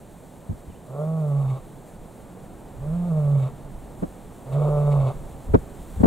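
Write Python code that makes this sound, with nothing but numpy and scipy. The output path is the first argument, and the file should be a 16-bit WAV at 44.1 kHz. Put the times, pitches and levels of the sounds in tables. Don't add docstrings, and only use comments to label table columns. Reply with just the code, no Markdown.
import sys
import numpy as np
from scipy import signal
from scipy.fft import rfft, irfft
from scipy.io import wavfile
from scipy.ndimage import uniform_filter1d

SR = 44100
rng = np.random.default_rng(int(sys.argv[2]) if len(sys.argv) > 2 else 0)


def waveform_to_disk(signal):
    frames = np.transpose(np.atleast_2d(signal))
    scaled = np.clip(frames, -1, 1) * 32767
    samples = np.round(scaled).astype(np.int16)
    wavfile.write(sys.argv[1], SR, samples)


N = 267334
TIME = np.arange(N) / SR
BINS = np.fft.rfftfreq(N, 1 / SR)
REST_HZ = 137.6

# start_s, folds_catch_s, voice_clears_s, overtones_strongest_s, voice_breaks_s, end_s, swell_s, release_s,
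# chest_db, overtones_db, rasp_near_end_db, first_roughness_0_to_1, open_mouth_lift_db, relative_damping
MOAN_GESTURES = [(.87, .985, .96, 1.02, 1.375, 1.588, .07, .036, -21.8, -33, -63, 0.54, 15.5, .9),
                 (2.77, 2.865, 2.83, 3.19, 3.335, 3.49, .09, .024, -19, -36.4, -60.5, 0.53, 8, 1.1),
                 (4.45, 4.527, 4.705, 4.8, 4.945, 5.112, .02, .018, -19.2, -27, -55, .68, 8, 1.4)]
# time_s, pitch_hz
MOAN_PITCHES = [
    [(0.92, 131.4), (1.01, 151.8), (1.1, 160.1), (1.16, 161), (1.28, 144.5), (1.41, 138.2), (1.54, 128.1),
     (1.57, 138.6)],
    [(2.8, 123.2), (2.83, 141.3), (2.97, 175.6), (3.08, 174.7), (3.13, 157.1), (3.24, 145.8), (3.32, 142.4),
     (3.47, 128.3)],
    [(4.52, 133.8), (4.56, 143.8), (4.67, 148.1), (4.87, 145.3), (4.99, 138.8), (5.11, 125.2)],
]


def lion():
    calls = np.zeros(N)
    for gesture, pitch in zip(MOAN_GESTURES, MOAN_PITCHES):
        add(calls, *moan(gesture, pitch))
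    return calls


# centre_hz, width_hz, level_db
RASP_RESONANCES = [(1950, 91, -1.5), (2253, 95, 3.5), (2580, 380, -2), (3140, 110, -3.5), (3610, 400, -2),
                   (4200, 250, -9), (7600, 1800, -13.5)]
# time_s, rasp_db, overtones_db
AIR_PUSHES = [(1.502, -57, -48), (3.435, -55.5, -48), (4.54, -55, -37), (4.925, -55, -35), (5.08, -49, -38)]
PUSH_S = .016
CHEST_DB_PER_HZ = -.12


def moan(row, pitch, jitter=0.0035, rough_jitter=0.016, shimmer=0.094, second_db=-38, open_share=0.6,
         flicker_db=1.3):
    *gesture, damping = row
    t = np.arange(row[0], row[5] + .06, 1 / SR)
    size = len(t)
    chest_db, throat_db, rasp_db, mouth_db, rough = effort(t, *gesture)

    pitch_hz = follow(pitch, t)[0]
    hz = pitch_hz * (1 + (jitter + rough_jitter * rough) * wander(size, 80))
    angle = 2 * np.pi * np.cumsum(hz) / SR
    chest = np.sqrt(2) * (np.cos(angle) + gain_of(second_db) * np.cos(2 * angle))
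    chest *= 1 + shimmer * rough * wander(size, 50)

    pulses = sum(np.cos(k * angle) for k in range(1, 16))
    pulses = pulses * (1 + 0.33 * rough * wander(size, 110))
    gate = open_share + ((1 + np.cos(angle)) / 2) ** 2
    clean = throat(pulses, pitch_hz, mouth_db, damping=0.91 * damping)
    noisy = throat(gate * rng.standard_normal(size), pitch_hz, mouth_db, damping=1.22 * damping)
    overtones = (1 - rough) * clean + rough * steadied(noisy)
    overtones /= np.hypot(1 - rough, rough)
    overtones *= gain_of(1.34 * rough * wander(size, 45) + flicker_db * wander(size, 20))

    rasp = evened(resonate(gate * rng.standard_normal(size), RASP_RESONANCES))
    rasp *= gain_of(2.0 * wander(size, 33))

    push_s, *push_db = np.transpose(AIR_PUSHES)
    push_shapes = np.exp(-((t - push_s[:, None]) / PUSH_S) ** 2)
    rasp_push, throat_push = gain_of(push_db) @ push_shapes
    chest_db = chest_db + CHEST_DB_PER_HZ * np.maximum(pitch_hz - REST_HZ, 0)
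    voice = gain_of(chest_db) * chest
    voice += np.hypot(gain_of(throat_db), throat_push) * overtones
    voice += np.hypot(gain_of(rasp_db), rasp_push) * rasp
    return t[0], voice * signal.windows.tukey(size, .05)


LEAD_DB, LEAD_S = -14, .025
CATCH_DB, CATCH_S, SWELL_DB, RELEASE_DB = -7, .012, -5.5, -20
THROAT_CATCH_DB, THROAT_FADE_DB_PER_S = -6, 19
THROAT_LEAD_S = .008
THROAT_RELEASE_S, THROAT_HANG_S = .014, .025
ROUGH_CLEAR, ROUGH_BROKEN, CHANGE_S = .28, .72, .016
RASP_GROWTH_DB_PER_S, RASP_ROUGH_DB = 12, 9
MOUTH_REST_DB, MOUTH_OPEN_S = -1, .06


def effort(t, start, catches, clears, strongest, breaks, end, swell, release,
           chest_db, throat_db, rasp_db, first_rough, lift_db):
    rough = first_rough + (ROUGH_CLEAR - first_rough) * step(t, clears, CHANGE_S)
    rough += (ROUGH_BROKEN - ROUGH_CLEAR) * step(t, breaks, CHANGE_S)
    mouth = MOUTH_REST_DB + lift_db * step(t, breaks, MOUTH_OPEN_S)

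    lead = LEAD_DB * np.exp((start - t) / LEAD_S)
    chest = chest_db + lead + CATCH_DB * (1 - step(t, catches, CATCH_S))
    chest += SWELL_DB * np.exp(-np.maximum(t - catches, 0) / swell)
    chest += RELEASE_DB * np.exp((t - end) / release)

    throat_catch = min(catches, clears) - THROAT_LEAD_S
    flow = lead + THROAT_CATCH_DB * (1 - step(t, throat_catch, CATCH_S))
    flow += RELEASE_DB * np.exp((t - end - THROAT_HANG_S) / THROAT_RELEASE_S)
    overtones = throat_db + flow - THROAT_FADE_DB_PER_S * abs(t - strongest)
    rasp = rasp_db + flow + RASP_GROWTH_DB_PER_S * (t - end) + RASP_ROUGH_DB * (rough - ROUGH_BROKEN)
    return chest, overtones, rasp, mouth, np.clip(rough, 0, 1)


# centre_hz, width_hz, level_db, share_of_mouth_lift
THROAT_RESONANCES = [(424, 142, -3.5, 0.22), (601, 89, 2, .2), (810, 160, -12.5, 1), (1130, 110, -11, .9),
                     (1333, 135, -19, 0.52)]
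THROAT_LOW_HZ, THROAT_HIGH_HZ = 352, 1490


def throat(drive, pitch_hz, mouth_db, damping, stretch=0.06):
    shorter = (pitch_hz / REST_HZ) ** stretch
    rings, power = 0, 0
    for k, (hz, width, db, share) in enumerate(THROAT_RESONANCES):
        gain = gain_of(db + share * mouth_db)
        rings = rings + (-1) ** k * gain * glide(drive, hz * shorter, damping * width)
        power = power + gain ** 2 * width
    band = signal.butter(7, [THROAT_LOW_HZ, THROAT_HIGH_HZ], "band", fs=SR, output="sos")
    return evened(signal.sosfilt(band, rings / np.sqrt(power)))


def glide(x, hz, width):
    turn = np.exp(2j * np.pi * np.cumsum(hz) / SR)
    r = np.exp(-np.pi * np.sqrt(2) * width / SR)
    smooth = signal.lfilter([(1 - r) ** 2], [1, -2 * r, r ** 2], x / turn)
    return 2 * (turn * smooth).real


def resonate(x, modes):
    out = 0
    for hz, width, db in modes:
        b, a = signal.iirpeak(hz, hz / width / np.sqrt(2), SR)
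        once = signal.lfilter(b, a, x)
        out = out + gain_of(db) * signal.lfilter(b, a, once)
    return out


BIRD_START_S, BIRD_LENGTH_S, BIRD_DB = .69, .09, -65
BIRD_HZ, BIRD_DIP_HZ, BIRD_DIP_S = 3050, 700, 0.015


def bird():
    t = np.arange(0, BIRD_LENGTH_S, 1 / SR)
    hz = BIRD_HZ - BIRD_DIP_HZ * np.exp(-((t - BIRD_LENGTH_S / 2) / BIRD_DIP_S) ** 2)
    whistle = np.sin(2 * np.pi * np.cumsum(hz) / SR)
    return BIRD_START_S, gain_of(BIRD_DB) * signal.windows.tukey(len(t), .3) * whistle


# frequency_hz, t60_s
BUSH_DECAY = [(140, 1.3), (500, 0.72), (1500, 0.98), (6000, 0.14)]


def bush(x):
    scattered = rng.random((2, SR)) < 2000 / SR
    taps = rng.standard_normal((2, SR)) * scattered * (TIME[:SR] > .03)
    taps[1] = .8 * taps[0] + .6 * taps[1]
    hz, t, z = signal.stft(taps, SR, nperseg=512)
    t60 = read(BUSH_DECAY, hz)[0][:, None]
    tail = signal.istft(z * gain_of(-60 * t / t60) / np.sqrt(t60), SR, nperseg=512)[1]
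    return signal.fftconvolve(x[None], tail / np.linalg.norm(tail[0]), axes=1)[:, :N]


# time_s, level_db, rise_s, decay_s, corner_hz
WIND_PUFFS = [(.497, -24.5, .0042, .02, 139), (0.687, -36, .012, .018, 100.6),
              (4.031, -21, .0061, .0088, 245), (5.504, -23, 0.027, .031, 66),
              (5.548, -8, .0077, .0051, 306), (5.563, -22.5, 0.014, .0097, 192),
              (5.977, -23.5, .0067, .0096, 65), (6.011, -16, .011, .0052, 157),
              (6.039, -9.5, 0.0055, .0068, 258), (6.058, -10.5, .0037, .0087, 302)]


def wind_puffs():
    puffs = np.zeros((2, N))
    for row in WIND_PUFFS:
        add(puffs, *puff(*row))
    return puffs


# frequency_hz, side_minus_mid_db
PUFF_SPREAD = [(40, -18), (100, -9), (280, 0), (700, 9.5), (1300, 12.5), (3000, 3), (5000, 6)]


def puff(s, db, rise, decay, corner_hz, low_share=0.23, slope=2.76,
         crack_db=-33, crack_hz=2700, crack_width_hz=2600):
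    t = np.arange(-SR // 8, SR // 8) / SR
    hz = np.fft.rfftfreq(len(t), 1 / SR)
    colour = hz ** 2 / (hz ** 2 + (low_share * corner_hz) ** 2)
    colour /= np.sqrt(1 + (hz / corner_hz) ** (2 * slope))
    eddies = irfft(rfft(rng.standard_normal((2, len(t)))) * colour, len(t))

    swell, fade = np.exp(-(t / rise) ** 2), np.exp(1 - np.hypot(1, t / decay))
    pressure = gain_of(db) * np.where(t < 0, swell, fade)
    mid, side = steadied(eddies, size=300) * pressure
    side = irfft(rfft(side) * gain_of(read(PUFF_SPREAD, hz)[0]), len(t))

    edge = evened(resonate(rng.standard_normal(len(t)), [(crack_hz, crack_width_hz, 0)]))
    crack = gain_of(crack_db) * pressure ** 2 * edge
    return s + t[0], np.array([mid + side, mid - side]) + crack


# time_s, rumble_db, dry_grass_hiss_db
BREEZE_LEVELS = [(0, -60, -58.5), (.4, -55.5, -59.3), (1.4, -55, -59), (2.4, -45.5, -59), (4.3, -46, -58.2),
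                 (4.8, -42, -56.2), (5.6, -40.5, -57.5), (5.92, -43.5, -54)]
# frequency_hz, relative_density_db
RUMBLE_SPECTRUM = [(10, -6), (28, 4), (45, 0), (75, -5), (120, -17), (300, -30), (900, -71)]
# frequency_hz, relative_density_db
WASH_SPECTRUM = [(20, -12.5), (80, -5), (170, -0.5), (280, -6), (420, -7.5), (600, -9), (850, -12.5),
                 (1300, -23), (1800, -28.5), (2800, -36), (5000, -44.5), (16000, -61)]
# frequency_hz, relative_density_db
GRASS_SPECTRUM = [(300, -26), (1500, 0), (2800, -4.5), (3600, -2), (4300, -4.5), (5000, -11), (6300, -4.5),
                  (7400, 0.5), (8500, 1.5), (11000, -2.5), (15500, -5.5)]
WASH_DB, WASH_SHARE = -43.5, 0.25


def breeze():
    rumble_db, grass_db = follow(BREEZE_LEVELS, TIME)
    wash_db = WASH_DB + WASH_SHARE * (rumble_db - rumble_db.mean())
    rumble = air(RUMBLE_SPECTRUM, rumble_db, flutter_db=4.8, flutter_hz=5.0)
    wash = air(WASH_SPECTRUM, wash_db, flutter_db=0.2, flutter_hz=32)
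    grass = air(GRASS_SPECTRUM, grass_db, flutter_db=0.7, flutter_hz=14)
    return rumble + wash + grass


# frequency_hz, correlation
AIR_LIKENESS = [(30, 0.87), (150, 0.84), (600, 1), (2000, 0.98), (3000, 1), (6500, 1), (8000, 0.96),
                (10000, 0.3), (15000, .15)]


def air(spectrum, level_db, flutter_db, flutter_hz):
    left, other = rfft(rng.standard_normal((2, N)))
    same = np.clip(read(AIR_LIKENESS, BINS)[0], -1, 1)
    pair = np.array([left, same * left + np.sqrt(1 - same ** 2) * other])
    noise = evened(irfft(pair * gain_of(read(spectrum, BINS)[0]), N))
    return noise * gain_of(level_db + flutter_db * wander(N, flutter_hz))


# frequency_hz, left_minus_right_db, left_lead_radians
PORT_BALANCE = [(40, -1.5, 0.29), (145, -2.5, 0), (435, -2.5, 0.6), (624, -1.5, .63), (1150, 0.9, 0.52),
                (2400, 0.2, 0.09), (16100, .3, 0)]


def ports(pair):
    balance_db, lead = read(PORT_BALANCE, BINS)
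    half = gain_of(balance_db / 2) * np.exp(1j * lead / 2)
    return irfft(rfft(pair) * np.array([half, 1 / half]), N)


def gain_of(db):
    return 10 ** (np.asarray(db) / 20)


def evened(x):
    return x / np.sqrt(np.mean(x ** 2) + 1e-20)


def steadied(x, size=1500):
    power = uniform_filter1d(uniform_filter1d(x ** 2, size), size)
    return x / np.sqrt(abs(power) + 1e-12)


def wander(size, hz):
    f = np.fft.rfftfreq(size, 1 / SR)
    return evened(irfft(rfft(rng.standard_normal(size)) / (1 + (f / hz) ** 4), size))


def step(t, at, seconds):
    return (1 + np.tanh((t - at) / seconds)) / 2


def read(points, hz):
    f, *columns = np.transpose(points)
    return [np.interp(np.log(hz + 1), np.log(f + 1), c) for c in columns]


def follow(rows, t):
    s, *columns = np.transpose(rows)
    return [np.interp(t, s, c) for c in columns]


def add(mix, s, sound):
    part = mix[..., round(s * SR):][..., :sound.shape[-1]]
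    part += sound[..., :part.shape[-1]]


def scene():
    calls = lion()
    add(calls, *bird())
    echoes = gain_of(-23.5) * bush(calls)
    return ports(calls + echoes + breeze()) + wind_puffs()


EDGE_HZ = 15780


def record(dry):
    rounded = dry / (1 + dry ** 6) ** (1 / 6)
    limited = rounded * signal.windows.tukey(N, .0008)
    lowpass = signal.firwin(1023, EDGE_HZ, window=("kaiser", 9), fs=SR)
    return signal.oaconvolve(limited, lowpass[None], "same")


dry = scene()
out = record(dry)
waveform_to_disk(out)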